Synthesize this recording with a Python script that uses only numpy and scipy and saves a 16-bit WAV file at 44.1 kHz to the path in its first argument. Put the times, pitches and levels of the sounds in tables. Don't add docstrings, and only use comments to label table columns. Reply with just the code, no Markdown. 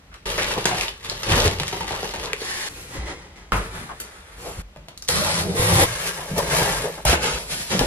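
import sys
import numpy as np
from scipy import signal
from scipy.fft import rfft, irfft, next_fast_len
from scipy.io import wavfile
from scipy.ndimage import uniform_filter1d, map_coordinates

SR = 44100
rng = np.random.default_rng(int(sys.argv[2]) if len(sys.argv) > 2 else 0)


def unload_audio(sound):
    columns = np.transpose(np.atleast_2d(sound))
    steps = np.round(np.clip(columns, -1, 1) * 32767)
    wavfile.write(sys.argv[1], SR, steps.astype(np.int16))


N = 346626
HZ = np.fft.rfftfreq(4096, 1 / SR)

# frequency in Hz, relative density in dB per Hz.
BAG_RASP = [(560, -15.5), (950, -2), (1510, -3.5), (1590, -11), (1740, -1.5), (2310, -7.5), (2860, -4.5),
            (8920, -18.5), (11100, -12.5), (12200, -18), (14000, -67)]
WRAPPER_RASP = [(560, -12), (950, -7), (1350, -9.5), (1820, -4.5), (2300, -8.5), (4500, -10.5), (8340, -16),
                (11200, -14), (12700, -24), (14000, -70)]
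LIFT_RASP = [(560, -4), (950, 0.5), (1410, -0.5), (2000, 1.5), (2650, -5), (11100, -18), (14000, -70)]
PEEL_RASP = [(560, -11), (950, -1.5), (1050, 0), (1380, 0), (1490, 0), (2990, -5.5), (4150, -3),
             (7050, -10), (11200, -5.5), (13100, -21), (14000, -99)]
CLOTHES_RASP = [(560, -36), (950, -4.5), (2260, -4.5), (2500, -7), (5140, -11), (11300, -9.5), (12400, -13),
                (14000, -64)]
CARRY_RASP = [(560, -14), (950, -2.5), (1250, -3), (2040, -5), (2620, -9.5), (5950, -18), (11200, -15.5),
              (13100, -29), (14000, -73)]
RIP_RASP = [(560, -8), (950, 4), (1490, -0.5), (2040, 1), (2530, -5.5), (3200, -3), (6230, -9), (10900, -4),
            (12700, -11), (13500, -48), (14000, -100)]
SLIDE_RASP = [(560, -23), (950, -16), (1090, -2.5), (1780, -2), (2680, -6.5), (3280, -8.5), (8160, -12.5),
              (11100, -9.5), (12400, -13), (14000, -58)]
DROP_RASP = [(560, -15.5), (950, -5), (1380, -1.5), (2620, -5.5), (2860, -3.5), (3430, -7.5), (7210, -11),
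             (9770, -17.5), (10800, -7.5), (12200, -28), (14000, -50)]
SWING_RASP = [(560, 4), (950, 5), (1180, 1), (1390, 4), (1630, 4), (5080, 2.5), (6440, -1), (11100, 2.5),
              (12700, -5), (14000, -84)]
# frequency in Hz, relative density in dB per Hz.
BAG_WALL = [(180, -38.5), (300, -10), (428, -4), (602, -2.5), (683, -24.5), (856, -9), (1050, -25),
            (1360, -35), (2310, -120)]
LIGHT_BOX_WALL = [(180, -38), (300, -13), (372, -6), (507, -6.5), (662, -12.5), (856, -10), (1050, -26),
                  (1360, -20), (2310, -120)]
TAPED_BOX_WALL = [(180, -38), (300, -17), (335, -4.5), (420, -10), (456, -7), (662, -8), (843, -12),
                  (1050, -22), (1360, -38), (2310, -120)]
OPEN_BOX_WALL = [(180, -44), (300, -14.5), (435, -2), (494, -5.5), (554, -3), (787, -10.5), (890, -4.5),
                 (1050, -13.5), (1360, -37), (2310, -120)]
TOSSED_BOX_WALL = [(180, -18), (300, -8), (449, 3.5), (496, 5), (673, -2.5), (860, 0), (1050, -9),
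                   (1360, -6.5), (2310, -120)]
# frequency in Hz, relative density in dB per Hz.
SOFT_BOOM = [(13, -20), (22, -54), (43, 3.5), (86, -6), (118, -5.5), (160, -7.5), (190, -3.5), (226, -18.5),
             (290, -13.5), (380, -35.5), (640, -120)]
PEEL_BOOM = [(13, -54), (22, -19), (48, -12), (80, -5), (107, -3), (150, -3.5), (190, -10.5), (275, -16),
             (290, -20), (380, -48), (640, -120)]
RIP_BOOM = [(13, -36), (22, 0), (65, -6), (88, 17.5), (107, 12), (145, -14), (178, 1), (217, -19), (290, 1),
            (380, -69), (640, -120)]
BOX_BOOM = [(13, -48), (22, -14), (48, -1.5), (86, -6.5), (173, 2.5), (195, -10), (226, -12), (255, -7),
            (290, -23), (380, -38), (640, -120)]
CUTS = [2.69, 4.622, 5.86, 7.39, 7.87]
# start in seconds, attack in seconds, hold in seconds, release T60 in seconds,
# rasp level in dB, wall ring level in dB, air boom level in dB, name of the surface.
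RUBS = [(0.254, 0.0086, 0.053, 1.4, -33, -33.5, -35, "bag"),
        (0.375, 0.028, 0.19, 0.84, -36, -38, -44, "bag"),
        (0.655, 0.0089, 0.17, 0.53, -35, -38.5, -41, "bag"),
        (1.012, 0.053, 0.045, 4.1, -40.5, -45.5, -43.5, "bag"),
        (1.25, 0.071, 0.036, 0.82, -25.5, -25.5, -25.5, "bag"),
        (1.432, 0.021, 0.015, 0.24, -30, -40, -24, "bag"), (1.49, 0.45, .1, 0.9, -38, -42, -42, "bag"),
        (2.125, 0.07, 0.051, 0.7, -40, -39, -41.5, "bag"),
        (2.346, 0.14, 0.19, .3, -33, -44, -55, "wrapper"),
        (2.69, 0.004, 0.27, 0.15, -45.5, -49.5, -46, "clothes"),
        (2.882, 0.08, 0.016, 1.4, -39, -41, -37.5, "lifted box"),
        (3.044, 0.045, 0.018, 0.56, -40, -40, -51, "lifted box"),
        (3.356, 0.0052, 0.019, 0.4, -48, -52.5, -52, "lifted box"),
        (3.521, 0.014, 0.03, 0.75, -34.5, -33.5, -30.5, "carried box"),
        (3.65, 0.11, 0.025, 1.2, -41, -47, -43, "carried box"),
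        (3.937, 0.1, 0.036, 5.8, -49, -55, -68, "carried box"),
        (4.359, 0.1, 0.024, 0.86, -41, -40.5, -41, "lowered box"),
        (4.558, 0.033, 0.015, .3, -46.5, -52, -32, "lowered box"),
        (5.083, 0.0088, 0.31, 0.26, -27.5, -34.5, -33, "peeling tape"),
        (5.362, 0.063, 0.12, 0.54, -40.5, -33.5, -31, "peeling tape"),
        (5.538, 0.076, 0.11, 0.19, -25, -28.5, -36, "ripping tape"),
        (5.655, 0.11, 0.07, 0.17, -22, -24, -23, "ripping tape"),
        (5.855, 0.0022, 0.24, 0.79, -32.5, -38, -42, "sliding box"),
        (6.15, 0.037, 0.026, 2.8, -40.5, -38, -42.5, "sliding box"),
        (6.348, 0.031, 0.011, 0.62, -32, -27.5, -32.5, "sliding box"),
        (6.438, 0.09, 0.19, 0.43, -26.5, -27.5, -31, "sliding box"),
        (6.743, 0.045, 0.017, 0.72, -31.5, -33, -34, "sliding box"),
        (7.048, 0.033, 0.023, 0.37, -20, -32, -27, "dropped box"),
        (7.205, 0.037, 0.044, 0.4, -31, -33, -38, "dropped box"),
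        (7.31, 0.033, 0.05, 0.2, -33, -34.5, -42, "dropped box"),
        (7.387, 0.0035, 0.017, 0.87, -40.5, -42, -50, "swung box"),
        (7.448, 0.087, 0.27, 1.1, -34, -57, -46.5, "swung box"),
        (7.696, 0.024, 0.025, 0.53, -28, -29, -35, "tossed box")]


def amp(db):
    return 10 ** (np.asarray(db) / 20)


def read(points, hz=HZ):
    f, value = np.transpose(points)
    return np.interp(np.log(hz + 1), np.log(f + 1), value)


def add(mix, s, sound):
    part = mix[:, max(round(s * SR), 0):][:, :sound.shape[1]]
    part += sound[:, :part.shape[1]]


def evened(x, size=3000):
    power = uniform_filter1d(x[0] ** 2, size)
    return x / np.sqrt(abs(power) + 1e-20)


def response(gain):
    log_gain = np.log(np.maximum(gain, 1e-5))
    circle = np.concatenate([log_gain, log_gain[-2:0:-1]])
    return np.fft.ifft(np.exp(np.conj(signal.hilbert(circle)))).real


def convolved(a, b):
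    return signal.fftconvolve(np.atleast_2d(a), np.atleast_2d(b), axes=1)


def room(wet_db, size=14336):
    # frequency in Hz, T60 in seconds.
    room_t60 = [(80, 0.6), (400, 0.37), (1500, 0.32), (5000, 0.34), (12000, 0.15)]
    echoes_per_s, onset_s = 4000, 0.00036
    taps = rng.standard_normal((2, size)) * (rng.random((2, size)) < echoes_per_s / SR)
    hz, t, z = signal.stft(taps, SR, nperseg=256)
    decay = amp(-60 * t / read(room_t60, hz)[:, None])
    tail = signal.istft(z * decay, SR, nperseg=256)[1][:, :size]
    tail *= 1 - np.exp(-np.arange(size) / SR / onset_s)
    tail *= amp(wet_db) / np.linalg.norm(tail[0])
    tail[:, :5] += [[0, 0, 1, 0, 0], [.7, 0, 0, 0, -.7]]
    return tail


def slips(count, per_s, spread_db):
    size = amp(spread_db * np.minimum(rng.exponential(1, count), 4))
    sign = rng.choice([-1, 1], count)
    return size * sign * (rng.random(count) < per_s / SR)


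def crumpling_force(count, per_s, spread_db, crumple_db, crumple_t60):
    t = np.arange(count) / SR
    crumple = slips(count, per_s, spread_db) * amp(-60 * t / max(crumple_t60, .002))
    force = amp(crumple_db) * crumple / (np.linalg.norm(crumple) + 1e-9)
    force[0] += 1
    return force / np.linalg.norm(force)


def swell(t, start, attack, hold, release):
    since = t - start
    rise = np.clip(since / max(attack, .001), 0, 1)
    return rise * amp(-60 * np.maximum(since - attack - hold, 0) / max(release, .02))


def hush():
    # frequency in Hz, relative density in dB per Hz.
    air_spectrum = [(13, -75), (22, -21), (48, 6), (85, -2.5), (117, -11), (158, -11), (181, -8),
                    (225, -14.5), (600, -18.5), (2620, -26.5), (6570, -36.5), (11300, -44), (12900, -43),
                    (14000, -58)]
    level_db = -49
    noise = rng.standard_normal((2, N + len(HZ)))
    air = convolved(noise, response(amp(read(air_spectrum))))[:, len(HZ):][:, :N]
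    return amp(level_db) * air / air[0].std()


def resonate(x, hz, width):
    turn = np.exp(2j * np.pi * np.cumsum(hz) / SR)
    r = np.exp(-np.pi * abs(width) / SR)
    return 2 * (turn * signal.lfilter([1 - r], [1, -r], x / turn)).real


def ringing(hz, width, per_s, spread_db, lead_size=8192):
    hz = np.pad(hz, lead_size, mode="edge")
    x = convolved(slips(len(hz), per_s, spread_db), room(wet_db=0.5))[:, :len(hz)]
    x = resonate(resonate(x, hz, width), hz, width)
    return evened(x)[:, lead_size:-lead_size]


def scuffs(per_s=600, spread_db=4.0, skew=0.63):
    # start in seconds, length in seconds, level in dB, starting pitch in Hz,
    # glide in octaves, width of each resonance pass in Hz.
    catches = [(0.114, 0.089, -48, 1310, -0.3, 1110), (0.379, 0.043, -27.5, 1860, -0.083, 900),
               (0.407, 0.085, -30.5, 1700, 0.21, 1400), (0.561, 0.038, -26, 520, -0.31, 800),
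               (1.112, 0.026, -32, 516, -0.22, 400), (1.328, 0.037, -25, 1350, -0.25, 1100),
               (1.375, 0.029, -28, 1000, 0.32, 1200), (1.921, 0.081, -34.5, 850, 0.17, 680),
               (2.137, 0.037, -33, 850, -0.7, 680), (2.221, 0.16, -41, 1020, 1, 800),
               (2.454, 0.18, -39.5, 1830, -0.08, 170), (2.59, 0.11, -40, 1850, -0.05, 420),
               (3.755, 0.056, -44, 1200, -0.19, 1010), (3.885, 0.073, -35, 1100, -0.79, 910),
               (4.443, 0.094, -34.5, 557, -0.34, 440), (5.11, 0.22, -37, 4150, -0.011, 380),
               (5.236, 0.12, -32, 870, 0.05, 200), (6.182, 0.071, -39.5, 654, 0.26, 520),
               (6.384, 0.035, -25.5, 1000, -0.056, 350), (6.576, 0.079, -28, 432, -0.15, 129.9),
               (6.571, 0.17, -29, 884, -0.11, 179), (6.836, 0.09, -26, 520, -0.27, 282),
               (6.971, 0.05, -35.5, 620, -0.33, 700), (7.714, 0.051, -33, 520, 0, 600),
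               (7.714, 0.1, -25, 183, 0.002, 60)]
    mix = np.zeros((2, N))
    for s, length, db, hz, glide, width_hz in catches:
        u = np.linspace(0, 1, max(round(length * SR), 64))
        sound = ringing(hz * 2 ** (glide * u), width_hz, per_s, spread_db)
        add(mix, s, amp(db) * np.sin(np.pi * u ** skew) * sound)
    return mix


def crinkles(count=110, over_rasp_db=35.5, spread_db=3, low_hz=1000, high_hz=4000, tick_over_db=-10, wet_db=-4):
    rubs = [row[:5] for row in RUBS if row[-1] == "bag"]
    when, size, height = rng.random((count, 3)).T
    s = rubs[0][0] + when * (CUTS[0] - rubs[0][0])
    rasp = sum(amp(row[4]) * swell(s, *row[:4]) for row in rubs)
    strength = 20 * np.log10(rasp + 1e-6) + over_rasp_db + spread_db * (2 * size - 1)
    pitch = low_hz * (high_hz / low_hz) ** height
    return [(at, db, hz, tick_over_db, wet_db) for at, db, hz in zip(s, strength, pitch)]


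def pops(level_db=-2.5, per_s=6000, crumple_db=-5, crumple_t60=0.016):
    # start in seconds, strength in dB before level_db, pitch in Hz,
    # tick over ring in dB, room in dB.
    taut_folds = [(0.142, -9, 2100, -9, 2.5), (0.3812, 5, 1900, -21, -3), (0.3845, 5, 1800, -20, -4),
                  (0.432, 4, 4300, -6, -8), (0.656, 11, 2330, 0, -3), (0.661, 3, 3300, -2, -8),
                  (0.8108, 14, 2500, -10.5, -2.5), (0.8822, 9, 2980, -20, -4.5),
                  (1.098, 6.5, 4300, -11, -1), (1.5995, 13, 2880, -13, -6), (1.6338, 12.5, 1520, -13, -6),
                  (1.6805, 6, 2090, -5.5, 1), (1.8072, 4, 1197, -12, -7), (1.9082, 11, 900, -19, -8),
                  (2.139, 7, 951, -13, -2), (2.3325, 18, 2230, -15.5, -9), (3.5205, 14.5, 1500, -17.5, 2.5),
                  (5.0848, 8.5, 4000, -5, -5), (5.0885, 16, 2350, -4, -7), (7.7928, 13.5, 3030, -7, -7)]
    # multiple of the pitch, relative level in dB.
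    fold_ring = [(0.2, -15), (0.62, -9), (0.85, -2), (1, -0.5), (1.35, -5.5)]
    mix = np.zeros((2, N))
    for s, db, hz, tick_db, wet_db in list(taut_folds) + crinkles():
        force = crumpling_force(SR // 20, per_s, 1.5, crumple_db, crumple_t60)
        colour = [(hz * multiple, ring_db) for multiple, ring_db in fold_ring]
        colour += [(2 * hz, tick_db), (11500, tick_db - 8), (14000, tick_db - 22)]
        pop = convolved(force, response(amp(read(colour) + db + level_db)))
        add(mix, s, convolved(pop, room(wet_db)))
    return mix


def flexed(x, depth, per_s=7):
    t = np.arange(x.shape[1]) / SR
    bend = sum(np.sin(2 * np.pi * (per_s * k * t + rng.random())) for k in (.5, .8, 1.3))
    at = np.cumsum(1 + depth * bend)
    return np.array([map_coordinates(channel, [at], order=3, mode="mirror") for channel in x])


def grip(count, uneven_db, catches_per_s=22):
    knots = rng.standard_normal(200)
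    wander = np.interp(np.arange(count) / SR * catches_per_s, np.arange(len(knots)), knots)
    return amp(uneven_db * wander)


def rub(rows, rasp, wall, boom, per_s, spread_db, flex, uneven_db):
    start = rows[0][0]
    next_cut = min(cut for cut in CUTS if cut > start + .1)
    stop = min(max(sum(row[:4]) for row in rows), next_cut)
    t = np.arange(start, stop, 1 / SR)
    levels = np.sqrt(sum(np.outer(amp(row[4:]), swell(t, *row[:4])) ** 2 for row in rows))
    lead, space = SR // 4, room(wet_db=4.5)
    # spectrum, slips per s, flex depth
    layers = [(rasp, per_s, flex), (wall, 450, .035), (boom, 700, .04)]
    sound = np.zeros((2, len(t)))
    for level, (spectrum, rate, depth) in zip(levels, layers):
        stream = slips(2 * lead + len(t), rate, spread_db)
        grains = convolved(stream, convolved(response(amp(read(spectrum))), space))
        grains = flexed(grains[:, lead:2 * lead + len(t)], depth)[:, :len(t)]
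        sound += evened(grains) * level
    fade = np.clip((stop - t) / 0.0021, 0, 1)
    return start, sound * grip(len(t), uneven_db) * fade


def rubbing():
    surfaces = {"bag": (BAG_RASP, BAG_WALL, SOFT_BOOM, 300, 2.8, 0.025, 1.9),
                "wrapper": (WRAPPER_RASP, LIGHT_BOX_WALL, SOFT_BOOM, 2000, 4.5, 0.0097, 1.4),
                "clothes": (CLOTHES_RASP, LIGHT_BOX_WALL, SOFT_BOOM, 7400, 2.2, 0.0118, 2.2),
                "lifted box": (LIFT_RASP, LIGHT_BOX_WALL, SOFT_BOOM, 3400, 5.3, 0.0152, 1.7),
                "carried box": (CARRY_RASP, LIGHT_BOX_WALL, SOFT_BOOM, 3000, 3.1, 0.0153, 1.5),
                "lowered box": (CLOTHES_RASP, TOSSED_BOX_WALL, SOFT_BOOM, 3100, 2.6, 0.0146, 1.9),
                "peeling tape": (PEEL_RASP, TAPED_BOX_WALL, PEEL_BOOM, 1100, 2.8, 0.0152, 0.7),
                "ripping tape": (RIP_RASP, TAPED_BOX_WALL, RIP_BOOM, 1000, 3, 0.0198, 1.1),
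                "sliding box": (SLIDE_RASP, OPEN_BOX_WALL, BOX_BOOM, 1100, 3.1, 0.0206, 1.82),
                "dropped box": (DROP_RASP, TOSSED_BOX_WALL, BOX_BOOM, 1300, 1.2, 0.0143, 3.5),
                "swung box": (SWING_RASP, TOSSED_BOX_WALL, BOX_BOOM, 5900, 0.56, 0.0143, 2.7),
                "tossed box": (DROP_RASP, LIGHT_BOX_WALL, BOX_BOOM, 1400, 1.2, 0.0148, 1.26)}
    mix = np.zeros((2, N))
    for name, surface in surfaces.items():
        rows = [row[:-1] for row in RUBS if row[-1] == name]
        add(mix, *rub(rows, *surface))
    return mix


def blows(rows, per_s, level_db, crumple_db, crumple_t60, crack_db, crack_db_per_octave, ring_peak_db, bass_db,
          top_db, wet_db):
    damped_hz = 1630
    mix = np.zeros((2, N))
    for s, ring, hz, tick_over_db in rows:
        crack = ring + crack_db + crack_db_per_octave * np.log2(hz / 1000)
        tick = crack + tick_over_db
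        force = crumpling_force(SR // 12, per_s, 4.0, crumple_db, crumple_t60)
        colour_db = read([(30, ring - 16), (170, ring + bass_db), (260, ring - 10), (400, ring - 1),
                          (850, ring - 2), (1200, crack), (2700, crack - 2), (4500, tick + 2),
                          (8500, tick - 3 + top_db), (11500, tick - 1 + top_db), (14000, tick - 14 + 2 * top_db)])
        peak = np.exp(-(np.log((HZ + 1) / hz) / 0.15) ** 2)
        colour_db += ring_peak_db / (1 + (hz / damped_hz) ** 2) * peak
        blow = convolved(force, response(amp(colour_db + level_db)))
        add(mix, s, convolved(blow, room(wet_db)))
    return mix


def crease_snaps():
    # start in seconds, strength in dB before level_db, pitch in Hz, tick over crack in dB.
    creases = [(0.3805, 12, 1830, -9), (0.43, 6.5, 2100, -13), (0.5055, 10, 1660, -13),
               (0.5794, 11, 900, -8), (0.6552, 18.5, 1690, -10), (0.7134, 17, 780, -28),
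               (0.7694, 2, 2030, -1), (1.047, 0.5, 3395, -7.5), (1.2326, 5, 2598, -3.5),
               (1.3194, 17, 1400, -17), (1.3792, 19, 474, -5), (1.4571, 19.5, 427, -16),
               (1.5993, 11, 1030, -7), (1.7275, 16, 460, -8), (1.8073, 11.5, 860, -9.5),
               (1.879, 6.5, 1480, -8), (1.9084, 15.5, 460, -26), (1.989, 6, 1427, -28), (2.03, 12, 453, -7),
               (2.108, -4, 3100, -3), (2.1375, 8.5, 834, -8), (2.2434, 6.5, 500, -2),
               (2.27, 10.5, 446, -20), (2.4174, -1, 1400, -1)]
    return blows(creases, per_s=1600, level_db=-1.5, crumple_db=6.5, crumple_t60=0.045, crack_db=-7.5,
                 crack_db_per_octave=4.5, ring_peak_db=6.0, bass_db=-3, top_db=-7.0, wet_db=1.0)


def thuds(level_db=-4, rise_s=0.00037, t60=0.16, at_hz=100, damping=0.96, wet_db=-8):
    # start in seconds, level in dB before level_db, pitch in Hz.
    bumps = [(0.383, -13.5, 540), (0.576, -24, 132.3), (0.58, -12, 426), (0.659, -20.5, 167),
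             (1.315, -10, 92.6), (1.333, -16, 139), (1.35, -25, 61.9), (1.366, -15.5, 237),
             (1.452, -17, 188.6), (1.45, -6.5, 437), (1.46, -9.5, 89), (1.608, -18, 145.5),
             (1.807, -24, 76.1), (2.177, -29, 63.6), (2.335, -18.5, 440), (2.418, -18, 450),
             (2.986, -23, 62), (3.02, -25, 62), (3.527, -17.5, 46.7), (3.533, -22, 190), (3.548, -21, 109),
             (3.577, -30, 199), (3.789, -28, 115), (3.812, -24.5, 210), (3.844, -31, 134), (4.565, -31, 47),
             (4.762, -25.5, 596), (4.769, -31, 148), (4.891, -41, 149), (5.094, -21, 157), (5.597, -6, 106),
             (5.726, -15, 104), (5.759, -6.5, 117), (5.778, -15, 125), (6.314, -15, 160), (6.335, -16, 173),
             (6.381, -9.5, 450), (6.39, -10, 555), (6.484, -19, 147), (6.619, -18, 128), (6.796, -23, 123),
             (7.051, -7, 610), (7.054, -16.5, 136), (7.061, -13, 64.9), (7.083, -11, 79), (7.094, -9, 501),
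             (7.126, -18, 238), (7.131, -16, 336), (7.335, -25, 58), (7.355, -26, 133), (7.716, -19, 187),
             (7.751, -10, 540), (7.797, -13, 135), (7.81, -18, 44), (7.811, -3.5, 477), (7.814, -14, 250),
             (7.835, -13, 348)]
    mix, t = np.zeros((2, N)), np.arange(SR // 2) / SR
    for s, db, hz in bumps:
        decay = amp(-60 * t / t60 * (hz / at_hz) ** damping)
        swing = np.sin(2 * np.pi * hz * t) * (1 - np.exp(-t / rise_s)) * decay
        add(mix, s, amp(db + level_db) * convolved(swing, room(wet_db)))
    return mix


def cardboard_knocks():
    # start in seconds, strength in dB before level_db, pitch in Hz, tick over crack in dB.
    knocks = [(3.5205, 19, 1320, -34), (3.529, 12, 1600, -29), (3.564, 8, 1300, -18), (4.0003, 0, 1694, -6),
              (5.0873, 1.5, 2300, -4), (6.3805, 12, 416, -5), (7.0512, 16, 614, -8.5),
              (7.096, 19.5, 1490, -16), (7.1294, 19.5, 1350, -24), (7.7928, 16.5, 900, -17),
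              (7.8105, 13.5, 516, -24)]
    return blows(knocks, per_s=4000, level_db=-3.0, crumple_db=10.0, crumple_t60=0.025, crack_db=-7.0,
                 crack_db_per_octave=3.0, ring_peak_db=12.5, bass_db=-2.0, top_db=7.0, wet_db=3.0)


def tape_picks():
    # start in seconds, strength in dB before level_db, pitch in Hz, tick over crack in dB.
    picks = [(4.7615, 0.5, 620, -14), (4.7715, -8.5, 900, -11), (4.8845, 0.5, 1000, -11),
             (4.8875, -19, 1900, -7), (4.9764, -23.5, 2200, 6), (5.0235, -19, 2230, 3.5),
             (5.049, -29, 2200, 2), (5.078, -17, 2200, -3)]
    return blows(picks, per_s=13000, level_db=-1.5, crumple_db=-2.0, crumple_t60=0.02, crack_db=-7,
                 crack_db_per_octave=12.5, ring_peak_db=2.5, bass_db=2, top_db=-2.5, wet_db=-2.0)


def pulled(curve, level_db, width_hz, per_s=900, spread_db=2.0, fade_s=0.0033):
    s, hz, db = np.transpose(curve)
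    t, mix = np.arange(s[0], s[-1], 1 / SR), np.zeros((2, N))
    fade = np.clip(np.minimum(t - t[0], t[-1] - t) / fade_s, 0, 1)
    note = ringing(np.interp(t, s, hz), width_hz, per_s, spread_db)
    add(mix, s[0], fade * amp(np.interp(t, s, db) + level_db) * note)
    return mix


def taped_box():
    # time in seconds, pitch in Hz, level in dB before level_db.
    wall_note = [(5.09, 483, -26), (5.13, 504, -41), (5.236, 617, -28), (5.398, 460, -45),
                 (5.498, 375, -28.5), (5.538, 438, -39), (5.59, 475, -24.5), (5.758, 516, -33.5),
                 (5.814, 540, -22), (5.85, 493, -22)]
    air_note = [(5.09, 172, -45), (5.19, 192, -30.5), (5.248, 173, -34.5), (5.468, 179, -31),
                (5.512, 183, -25.5), (5.548, 183, -40), (5.604, 160, -42), (5.732, 174, -21.5),
                (5.816, 160, -35), (5.85, 172, -26)]
    wall = pulled(wall_note, level_db=-1.0, width_hz=65)
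    air = pulled(air_note, level_db=0.5, width_hz=23.0)
    return wall + air


def ports(mid, side):
    # frequency in Hz, gain of the side channel in dB.
    width = [(60, -100), (110, -68), (200, -8), (380, -14), (700, -5), (1290, -1), (2380, 2), (4400, 3),
             (8120, 4.5), (15000, 13)]
    # from, to in seconds.
    on_the_right = (2.7, 3.98)
    lean_db, lean_hz = -18.5, 400
    t, size = np.arange(N) / SR, next_fast_len(N)
    hz = np.fft.rfftfreq(size, 1 / SR)
    side = np.where((t > on_the_right[0]) & (t < on_the_right[1]), -side, side)
    lean = amp(lean_db) * hz ** 2 / (hz ** 2 + lean_hz ** 2)
    side = irfft(rfft(side, size) * amp(read(width, hz)) + rfft(mid, size) * lean, size)[:N]
    return np.array([mid + side, mid - side])


def scene():
    bag_and_boxes = scuffs() + pops() + rubbing() + crease_snaps() + thuds() + cardboard_knocks()
    tape = tape_picks() + taped_box()
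    mid, side = hush() + bag_and_boxes + tape
    return ports(mid, side)


def record(dry):
    ceiling, edge_hz = .8, 14300
    rounded = dry / (1 + (dry / ceiling) ** 6) ** (1 / 6)
    lowpass = signal.firwin(255, edge_hz, window=("kaiser", 9), fs=SR)
    return signal.oaconvolve(rounded, lowpass[None], "same")


dry = scene()
out = record(dry)
unload_audio(out)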